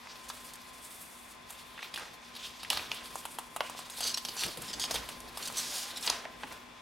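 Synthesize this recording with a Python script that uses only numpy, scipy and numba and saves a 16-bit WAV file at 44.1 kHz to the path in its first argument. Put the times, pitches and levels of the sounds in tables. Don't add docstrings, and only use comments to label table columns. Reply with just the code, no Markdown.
import sys
import numpy as np
from scipy import signal
from scipy.fft import rfft, irfft, next_fast_len
from scipy.io import wavfile
from scipy.ndimage import uniform_filter1d
from numba import njit

SR = 44100
rng = np.random.default_rng(int(sys.argv[2]) if len(sys.argv) > 2 else 0)


def inscribe(sig):
    pcm = np.round(np.clip(np.atleast_2d(sig).T, -1, 1) * 32767)
    wavfile.write(sys.argv[1], SR, pcm.astype(np.int16))


def decibels_to_gain(level_db):
    exponent = np.asarray(level_db, float) / 20
    return 10 ** exponent


N = 300321
T = np.arange(N) / SR
SIDES = np.array([[1], [-1]])


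def level(x, db):
    return x * decibels_to_gain(db) / np.sqrt(np.mean(x ** 2))


def along(table, hz):
    points_hz, values = np.transpose(table)
    return np.interp(np.log(hz + 1), np.log(points_hz), values)


@njit
def svf(x, hz, width):
    y, b, l = np.empty(len(x)), 0., 0.
    for i in range(len(x)):
        g, k = np.tan(np.pi * hz[i] / SR), width / hz[i]
        v = (b + g * (x[i] - l)) / (1 + g * (g + k))
        b, l, y[i] = 2 * v - b, l + 2 * g * v, k * v
    return y


def band(x, hz, width):
    return svf(x, np.clip(hz + np.zeros(len(x)), 20, SR / 2.3), 1. * width)


def walk(rate):
    k = int(SR / rate)
    held = np.repeat(rng.standard_normal(N // k + 1), k)
    return 1.23 * uniform_filter1d(uniform_filter1d(held, k), k)[:N]


def swell(s, rise_s, fall_s, peak_db):
    late = T - s
    return decibels_to_gain(2 * (peak_db - 10 * np.where(late < 0, -late / rise_s, late / fall_s)))


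def grit(n, spread_db):
    noise = rng.standard_normal(n)
    size = np.minimum(rng.exponential(size=n), np.log(50))
    return level(noise * decibels_to_gain(spread_db * size), 0)


# (pitch [Hz], width of the wavering [Hz], level [dB])
HUM_TONES = [(241.7, 4.5, -67), (1034.3, 6.04, -62)]
# (time [s], level [dB])
HUM_DRIFT = [(0, 0.5), (.9, -2.5), (2.9, 0.5), (3.2, 0.5), (5.9, 1.5), (6.8, -1.5)]
# (frequency [Hz], relative level per Hz [dB])
AIR_SPECTRUM = [(18, -15), (35, -34), (52, 3), (90, -11), (200, -4), (450, -7), (800, -3), (1050, 0),
                (1400, -6.5), (2500, -5), (3150, -12.5), (3470, -3), (3800, -13.5), (5000, -14.5),
                (9000, -23), (16000, -35)]
# (frequency [Hz], likeness [0-1])
AIR_ALIKE = [(30, .97), (130, 0.5), (400, 0), (1400, 0.28), (4000, 0.66), (12000, 0.2)]
AIR_DB = -55
MACHINE_DB, MACHINE_LEFT_DB = 2, 2.5
HUM_SWELL_DB = 1


def machine():
    n = next_fast_len(N)
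    hz = np.arange(n // 2 + 1) * SR / n
    alike = np.clip(along(AIR_ALIKE, hz), 0, 1)
    mid, side = (rfft(rng.standard_normal(n)) * decibels_to_gain(along(AIR_SPECTRUM, hz)) for _ in range(2))
    mid = irfft(mid * np.sqrt(1 + alike), n)[:N]
    side = irfft(side * np.sqrt(1 - alike), n)[:N]
    air = level(mid + side * SIDES, AIR_DB)
    tones = np.zeros(N)
    for tone_hz, width, db in HUM_TONES:
        loudness = decibels_to_gain(db + 2.14 * walk(15) + HUM_SWELL_DB * walk(2.86))
        phase = 2 * np.pi * np.cumsum(tone_hz + width / 2 * walk(25.02)) / SR
        tones += loudness * np.sqrt(2) * np.sin(phase)
    hum = tones * decibels_to_gain(np.interp(T, *np.transpose(HUM_DRIFT)))
    return (air + hum) * decibels_to_gain(MACHINE_DB + MACHINE_LEFT_DB / 2 * SIDES)


ROOM_DB, ROOM_T60_S, ROOM_ALIKE = -11, 0.35, 0.61


def room(x):
    t = np.arange(SR // 2) / SR
    mid, side = rng.standard_normal((2, len(t)))
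    tails = mid * np.sqrt(1 + ROOM_ALIKE) + side * np.sqrt(1 - ROOM_ALIKE) * SIDES
    tails = tails * decibels_to_gain(-60 * t / ROOM_T60_S) * (1 - np.exp(-t / 0.0016))
    tails = np.array([band(tail, 4000 / 3, 4000) + 1.16 * tail for tail in tails])
    tails /= np.sqrt(np.sum(tails ** 2) / 2)
    return decibels_to_gain(ROOM_DB) * signal.fftconvolve(x[None], tails, axes=1)[:, :N]


# (time of the peak [s], rise [s], fall [s], level [dB])
PUFFS = [(.52, .3, 0.065, -59), (2.03, 0.14, 0.13, -60), (2.75, 0.15, 1, -56.5), (3.77, 0.061, 0.047, -56),
         (4.04, 0.17, 0.12, -59.5), (4.3, 0.33, 0.062, -54), (4.49, 0.032, 0.025, -45.5),
         (4.6, 0.14, 0.43, -50.5), (4.96, 0.13, 0.16, -49.5), (5.3, 0.39, 0.93, -55),
         (6.07, 0.025, .3, -52), (6.45, 0.045, 0.15, -51.5)]
STILL_DB = -64.5


def waft():
    mid = band(band(rng.standard_normal(N), 94, 750), 136, 690)
    side = band(band(rng.standard_normal(N), 440, 480), 230, 610)
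    flutter = (mid + 0.73 * side * SIDES) * decibels_to_gain(2.8 * walk(25))
    power = decibels_to_gain(2 * STILL_DB) + sum(swell(*puff) for puff in PUFFS)
    return level(flutter, 0) * np.sqrt(power)


# (time [s], peak level [dB], ring pitch [Hz], decay by 60 dB [ms])
BUMPS = [(2.706, -31, 866, 27), (2.74, -52, 77, 500), (4.58, -50, 138, 300), (4.68, -49, 199, 152),
         (4.951, -50, 54.7, 500), (5.16, -53, 52.4, 500), (5.3, -58, 55, 500), (6.443, -40, 920, 18),
         (3.613, -31, 1060, 27), (4.005, -36.5, 706, 31), (4.478, -44, 345, 50), (4.482, -41, 634, 40),
         (4.574, -40, 505, 40), (4.909, -26.5, 630, 11), (4.945, -38, 460, 46), (5.275, -45, 705, 34),
         (6.255, -33, 688, 23), (6.437, -38, 844, 37), (6.44, -42, 269, 65)]


def bumps():
    out, t = np.zeros(N + SR // 2), np.arange(SR // 2) / SR
    for s, peak_db, ring_hz, decay_ms in BUMPS:
        blow_s, blow_width_s = max(.0012, 0.46 / ring_hz), max(0.00028, .12 / ring_hz)
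        blow = np.exp(-((t - blow_s) / blow_width_s) ** 2)
        roughness = 0.056 * rng.standard_normal(len(t)) * np.exp(-t / 0.0076)
        ring = band(band(blow + roughness, ring_hz, 2200 / decay_ms), ring_hz, 2.0 * ring_hz)
        i = int(s * SR)
        out[i:i + len(t)] += decibels_to_gain(peak_db) * ring / np.abs(ring).max()
    return out[:N]


def desk(x, lag_ms, share):
    i = np.arange(len(x))
    return x + sum(share ** k * np.interp(i - k * lag_ms * SR / 1000, i, x) / k for k in (1, 2))


# (time [s], length [ms], level [dB], centre [Hz], lag of the desk echo [ms])
DRAGS = [(0.861, 460, -58.5, 9250, 0.606), (1.822, 13, -42, 2780, 0.51), (1.939, 9, -39, 3360, .6),
         (3.901, 38, -50, 6000, .6), (4.004, 13, -37.5, 4530, 0.63), (4.02, 102, -36, 4880, 0.64),
         (4.373, 86, -37.5, 4570, .68), (4.141, 9.2, -28.5, 4700, 0.73), (4.172, 13, -34, 4330, 0.63),
         (4.249, 11, -37, 4200, 0.66), (4.283, 12.7, -38, 4340, 0.64), (4.677, 41, -43, 4280, 0.57),
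         (4.729, 20.4, -37, 4230, 0.64), (4.798, 64, -35, 4640, 0.61), (4.909, 10, -34.5, 5300, 0.606),
         (4.945, 17, -35, 4260, 0.62), (5.424, 15, -39, 5030, .68), (5.452, 15, -40.5, 4860, 0.79),
         (5.474, 14, -38.5, 5000, 0.66), (5.567, 34, -33, 6500, .5), (5.61, 272, -43, 5200, .6),
         (5.735, 58, -43.5, 9000, .56), (5.957, 31, -42, 4470, 0.55), (6.063, 7, -29, 6000, 0.62)]
DRAG_ECHO, BLUR_MS = 0.9, 300


def drags():
    out, t = np.zeros(N), np.arange(SR // 2) / SR
    for s, length_ms, drag_db, centre_hz, lag_ms in DRAGS:
        length_s = length_ms / 1000
        fibres = band(grit(len(t), spread_db=5.0), centre_hz, 0.7 * centre_hz)
        stutter = decibels_to_gain(1.1 * walk(117)[:len(t)])
        hiss = band(fibres * stutter, centre_hz, 2.1 * centre_hz)
        hiss = desk(hiss, lag_ms, DRAG_ECHO * np.exp(-length_ms / BLUR_MS))
        hiss = hiss * decibels_to_gain(drag_db) / hiss[:int(length_ms * SR / 1000)].std()
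        start = 1 - np.exp(-t / (0.0009 + 0.03 * length_s))
        stop = 1 / (1 + np.exp((t - length_s) / (.0005 + 0.077 * length_s)))
        i = int(s * SR)
        out[i:i + len(t)] += hiss * start * stop
    return out


def patchy(x, patchy_db):
    centres_hz = 1200 * 2 ** np.arange(0, 3.9, 1 / 3)
    return sum(band(x, hz, hz / 3 + hz ** 2 / 60000) * decibels_to_gain(patchy_db * walk(30)) for hz in centres_hz)


# (time of the peak [s], rise [s], fall [s], level of the rubbing force [dB], treble re that level [dB])
STROKES = [(.11, 0.07, 0.095, -49.5, -19), (.28, 0.21, 0.77, -52.5, -4), (.55, 0.072, 0.073, -63, 0),
           (.47, 0.055, 0.031, -54.5, 5), (.89, 0.2, 0.25, -58.5, 7), (1.31, 0.028, 0.05, -63, 8),
           (1.5, 0.017, 0.18, -49, -2.5), (1.83, 0.029, 0.069, -48.5, -7), (1.97, 0.029, 0.11, -45.5, -13),
           (2.45, 0.17, 0.29, -46, -14), (2.712, 0.0045, 0.12, -36.5, -7), (2.79, 0.041, 0.04, -56, -14),
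           (2.94, 0.047, 0.39, -46.5, -4.5), (3.065, 0.026, 0.05, -56, -2), (3.3, 0.3, 0.33, -61.5, 6),
           (3.64, 0.048, 0.16, -48.5, -6), (3.81, 0.12, 0.14, -48.5, -7), (4.075, 0.09, 0.054, -41, -2),
           (3.975, 0.036, .02, -48.5, 3), (4.432, 0.14, 0.099, -37.5, -6), (4.63, 0.045, 0.24, -44.5, -5),
           (4.91, 0.029, 0.12, -40, -9), (5.1, 0.14, 0.19, -50.5, -4), (5.46, 0.1, 0.051, -41, -3),
           (5.6, 0.046, 0.04, -34.5, -6), (5.75, 0.14, 0.17, -38, -3.5), (6.035, 0.01, 0.04, -51, -2),
           (6.06, 0.036, 0.026, -41, 2), (6.1, 0.054, 0.064, -38.5, -10), (6.54, 0.13, 0.046, -53.5, -3)]
# (time [s], resonance of the gap between them [Hz], its strength re the force [dB], flap of the sheet [dB])
LAYERS = [(0, 4000, -36, -55), (1.45, 3820, -29, -60), (1.76, 3670, 3, -56), (2.0, 3540, -26, -48.5),
          (2.45, 3400, -1, -60.5), (2.58, 3500, -20, -65), (2.71, 4200, -8, -52.5), (2.78, 3730, -5, -48),
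          (2.9, 3570, -6, -49.5), (3.0, 3500, -14, -53), (3.55, 3280, -13, -63), (3.65, 2720, 1, -52),
          (3.75, 3240, -16, -55.5), (4.07, 4470, -4, -51), (4.3, 4400, -17, -58), (4.45, 4200, -23, -53.5),
          (4.95, 4270, -26, -50.5), (5.6, 4280, -18, -54), (6.04, 4000, -18, -52), (6.085, 3500, -11, -46),
          (6.25, 3320, -11.5, -44.5), (6.81, 3300, -35, -49)]
HOLD_DB, HOLD_TREBLE_DB = -66, -71
FLAP_SHARE, FLAP_PIVOT_DB = 0.77, -49


def rub():
    s, *columns = np.transpose(LAYERS)
    gap_hz, gap_db, flap_db = (np.interp(T, s, c) for c in columns)
    force_power, treble_power = decibels_to_gain(2 * HOLD_DB), decibels_to_gain(2 * HOLD_TREBLE_DB)
    for *gesture, treble_db in STROKES:
        stroke = swell(*gesture)
        force_power = force_power + stroke
        treble_power = treble_power + stroke * decibels_to_gain(2 * treble_db)
    force, bright = np.sqrt(force_power), np.sqrt(treble_power)
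    flapping = decibels_to_gain(flap_db) * (force / decibels_to_gain(FLAP_PIVOT_DB)) ** FLAP_SHARE
    fibres = patchy(grit(N, spread_db=0.5), patchy_db=4.5) * decibels_to_gain(2.27 * walk(90))
    middle = level(band(band(fibres, 4270, 4900), 4570, 5800), -3.07)
    gap = level(band(band(fibres, gap_hz, 1140), gap_hz, 2100), 0)
    treble = level(band(band(fibres, 7500, 17000), 9250, 10200), 0)
    flap = band(band(grit(N, spread_db=3.0), 950, 2840), 1110, 3900)
    flap = level(flap * decibels_to_gain(2.7 * walk(90)), 0)
    return force * (middle + decibels_to_gain(gap_db) * gap) + bright * treble + flapping * flap


# (time [s], peak level of the crack [dB], crack pitch [Hz], hollow pop re peak [dB], treble re peak [dB])
SNAPS = [(0.0706, -40, 2100, -8.5, -31), (.156, -40, 4000, -16, -18), (.285, -41, 6000, -26, -10),
         (0.29, -39, 6570, -26, -8.5), (0.3, -31, 4530, -9.5, -18), (0.536, -43, 5970, -25, -5),
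         (0.555, -46, 2200, -21, -5), (1.5041, -40.5, 4100, -11, -4.5), (1.778, -35, 2090, -16.5, -39),
         (1.791, -33, 1800, -25, -34), (1.807, -42, 3000, -29, -30), (1.828, -30.5, 2400, -15, -32),
         (1.845, -38, 2200, -25, -30), (1.941, -27.5, 3240, -20.5, -17.5), (1.9598, -25, 3260, -33, -21),
         (1.9753, -28.5, 1590, -34, -19), (1.987, -37, 3200, -24, -22), (1.996, -34, 1600, -30, -18),
         (2.033, -38.5, 1400, -22, -26), (2.3518, -36, 4290, -24, -17), (2.363, -33, 3970, -22, -17),
         (2.6319, -31, 4000, -16.5, -14.5), (2.648, -31.5, 2210, -34, -25), (2.7019, -27, 4000, -30, -10),
         (2.7021, -11, 4220, -41, -18), (2.7038, -16, 2670, -28, -24), (2.718, -31, 4400, -30, -27),
         (2.7305, -19, 3480, -19.5, -20.5), (2.7725, -19.5, 3470, -19, -20.5),
         (2.7944, -27, 2390, -19, -34), (2.9162, -17.5, 3300, -24, -29), (2.943, -41, 9500, -30, -13),
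         (3.057, -35.5, 3930, -19, -12.5), (3.1556, -37, 6760, -0.5, -7.5),
         (3.2534, -27.5, 3380, -11.5, -13), (3.386, -28, 3160, -8, -12), (3.5625, -29.5, 2560, -6, -10),
         (3.6064, -17, 2560, -12, -29), (3.697, -36.5, 2550, -5, -8.5), (3.749, -41, 2500, -6.5, -24),
         (3.7905, -32.5, 3150, -10, -13), (3.899, -31.5, 3720, -21, -12), (3.984, -39, 4960, -13, -5),
         (4.006, -26.5, 4050, -19, -9.5), (4.174, -25, 4470, -20, -15), (4.25, -22.5, 4080, -25.5, -18),
         (4.2862, -26.5, 4220, -21, -21), (4.3665, -32, 5970, -14, -24), (4.4353, -19, 2800, -31, -19),
         (4.462, -34, 4000, -10, -7), (4.573, -32.5, 3540, -19, -10), (4.619, -35, 3920, -18, -5.5),
         (4.797, -24.5, 4930, -23, -13.5), (4.8391, -20, 3480, -23, -20), (4.9085, -28, 4000, -25, -16),
         (4.9105, -22, 5300, -26, -17), (4.9423, -24.5, 5100, -13.5, -12),
         (4.9567, -21.5, 3380, -19, -17.5), (5.0888, -29.5, 3480, -19, -12), (5.2031, -41, 5660, -22, -8),
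         (5.3727, -26.5, 4380, -15.5, -13), (5.4744, -31, 4000, -25, -8.5), (5.5, -38, 1510, -6, -30),
         (5.5237, -36, 4180, -17, -9), (5.63, -34, 4500, -22, -17), (5.972, -28.5, 3800, -25, -14.5),
         (6.01, -43, 9500, -31, -8), (6.027, -27.5, 4760, -25, -18), (6.0751, -16.5, 3270, -27, -28),
         (6.0771, -14.5, 3550, -28.5, -34), (6.0975, -20, 4000, -38, -21), (6.1, -11, 5560, -27, -41),
         (6.2525, -27.5, 1910, -20, -44), (6.434, -26, 1770, -13.5, -58), (6.524, -36.5, 4500, -19, -13.5)]
POP_HZ, POP_OPEN_HZ, OPENS_S = 1105, 977, 3
POP_SCATTER, SCRAPE_SCATTER = 0.021, 0.15
SCRAPE_MS = 7.3
DULL_SHORTENS = 0.2
SOFT_DB, SCRAPE_PER_DB = -21, .06


def snaps():
    out, t = np.zeros(N + 2048), np.arange(2048) / SR
    first = slice(0, SR // 100)
    for s, peak_db, crack_hz, pop_db, treble_db in SNAPS:
        size, length = rng.standard_normal(2)
        pop_hz = (POP_HZ if s < OPENS_S else POP_OPEN_HZ) * np.exp(POP_SCATTER * size)
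        brightness = DULL_SHORTENS * np.log(crack_hz / 3500)
        loudness = SCRAPE_PER_DB * max(peak_db - SOFT_DB, 0)
        scrape_ms = SCRAPE_MS * np.exp(SCRAPE_SCATTER * length + brightness - loudness)
        scrape_s = scrape_ms / 1000
        fibres = grit(len(t), spread_db=3.0)
        scrape = fibres / (1 + np.exp((t - scrape_s) / (0.43 * scrape_s)))
        jump = (6.0 / scrape_ms) ** 1.9 * (5 * (t == 0) + fibres * np.exp(-t / 0.0011))
        modes = (t[:256] == 0) + 0.06 * rng.standard_normal(256) * np.exp(-t[:256] / 0.0008)
        crack = np.convolve(2.4 * jump + scrape, modes)[:len(t)]
        for width in (0.65, 1.7, 2.0):
            crack = band(crack, crack_hz, width * crack_hz)
        push = np.exp(-((t - .0008) / 0.00025) ** 2) + 0.52 * scrape
        pop = band(band(push, pop_hz, 550), pop_hz, 1300)
        treble = band(band(0.62 * jump + scrape, 6570, 9900), 9700, 8700)
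        sound = crack / np.abs(crack).max()
        sound += decibels_to_gain(pop_db) * pop / pop[first].std()
        sound += decibels_to_gain(treble_db) * treble / treble[first].std()
        i = int(s * SR)
        out[i:i + len(t)] += decibels_to_gain(peak_db) * sound
    return out[:N]


def scene():
    paper = desk(rub() + snaps(), lag_ms=0.61, share=0.0083) + drags() + bumps()
    return paper * decibels_to_gain(-0.25 * SIDES) + room(paper) + waft() + machine()


def top_cut(x):
    return signal.sosfilt(signal.butter(12, 16680, fs=SR, output="sos"), x)


def record(dry):
    cut = signal.ellip(8, .2, 60, 15900, fs=SR, output="sos")
    return top_cut(signal.sosfilt(cut, dry))


dry = scene()
out = record(dry)
inscribe(out)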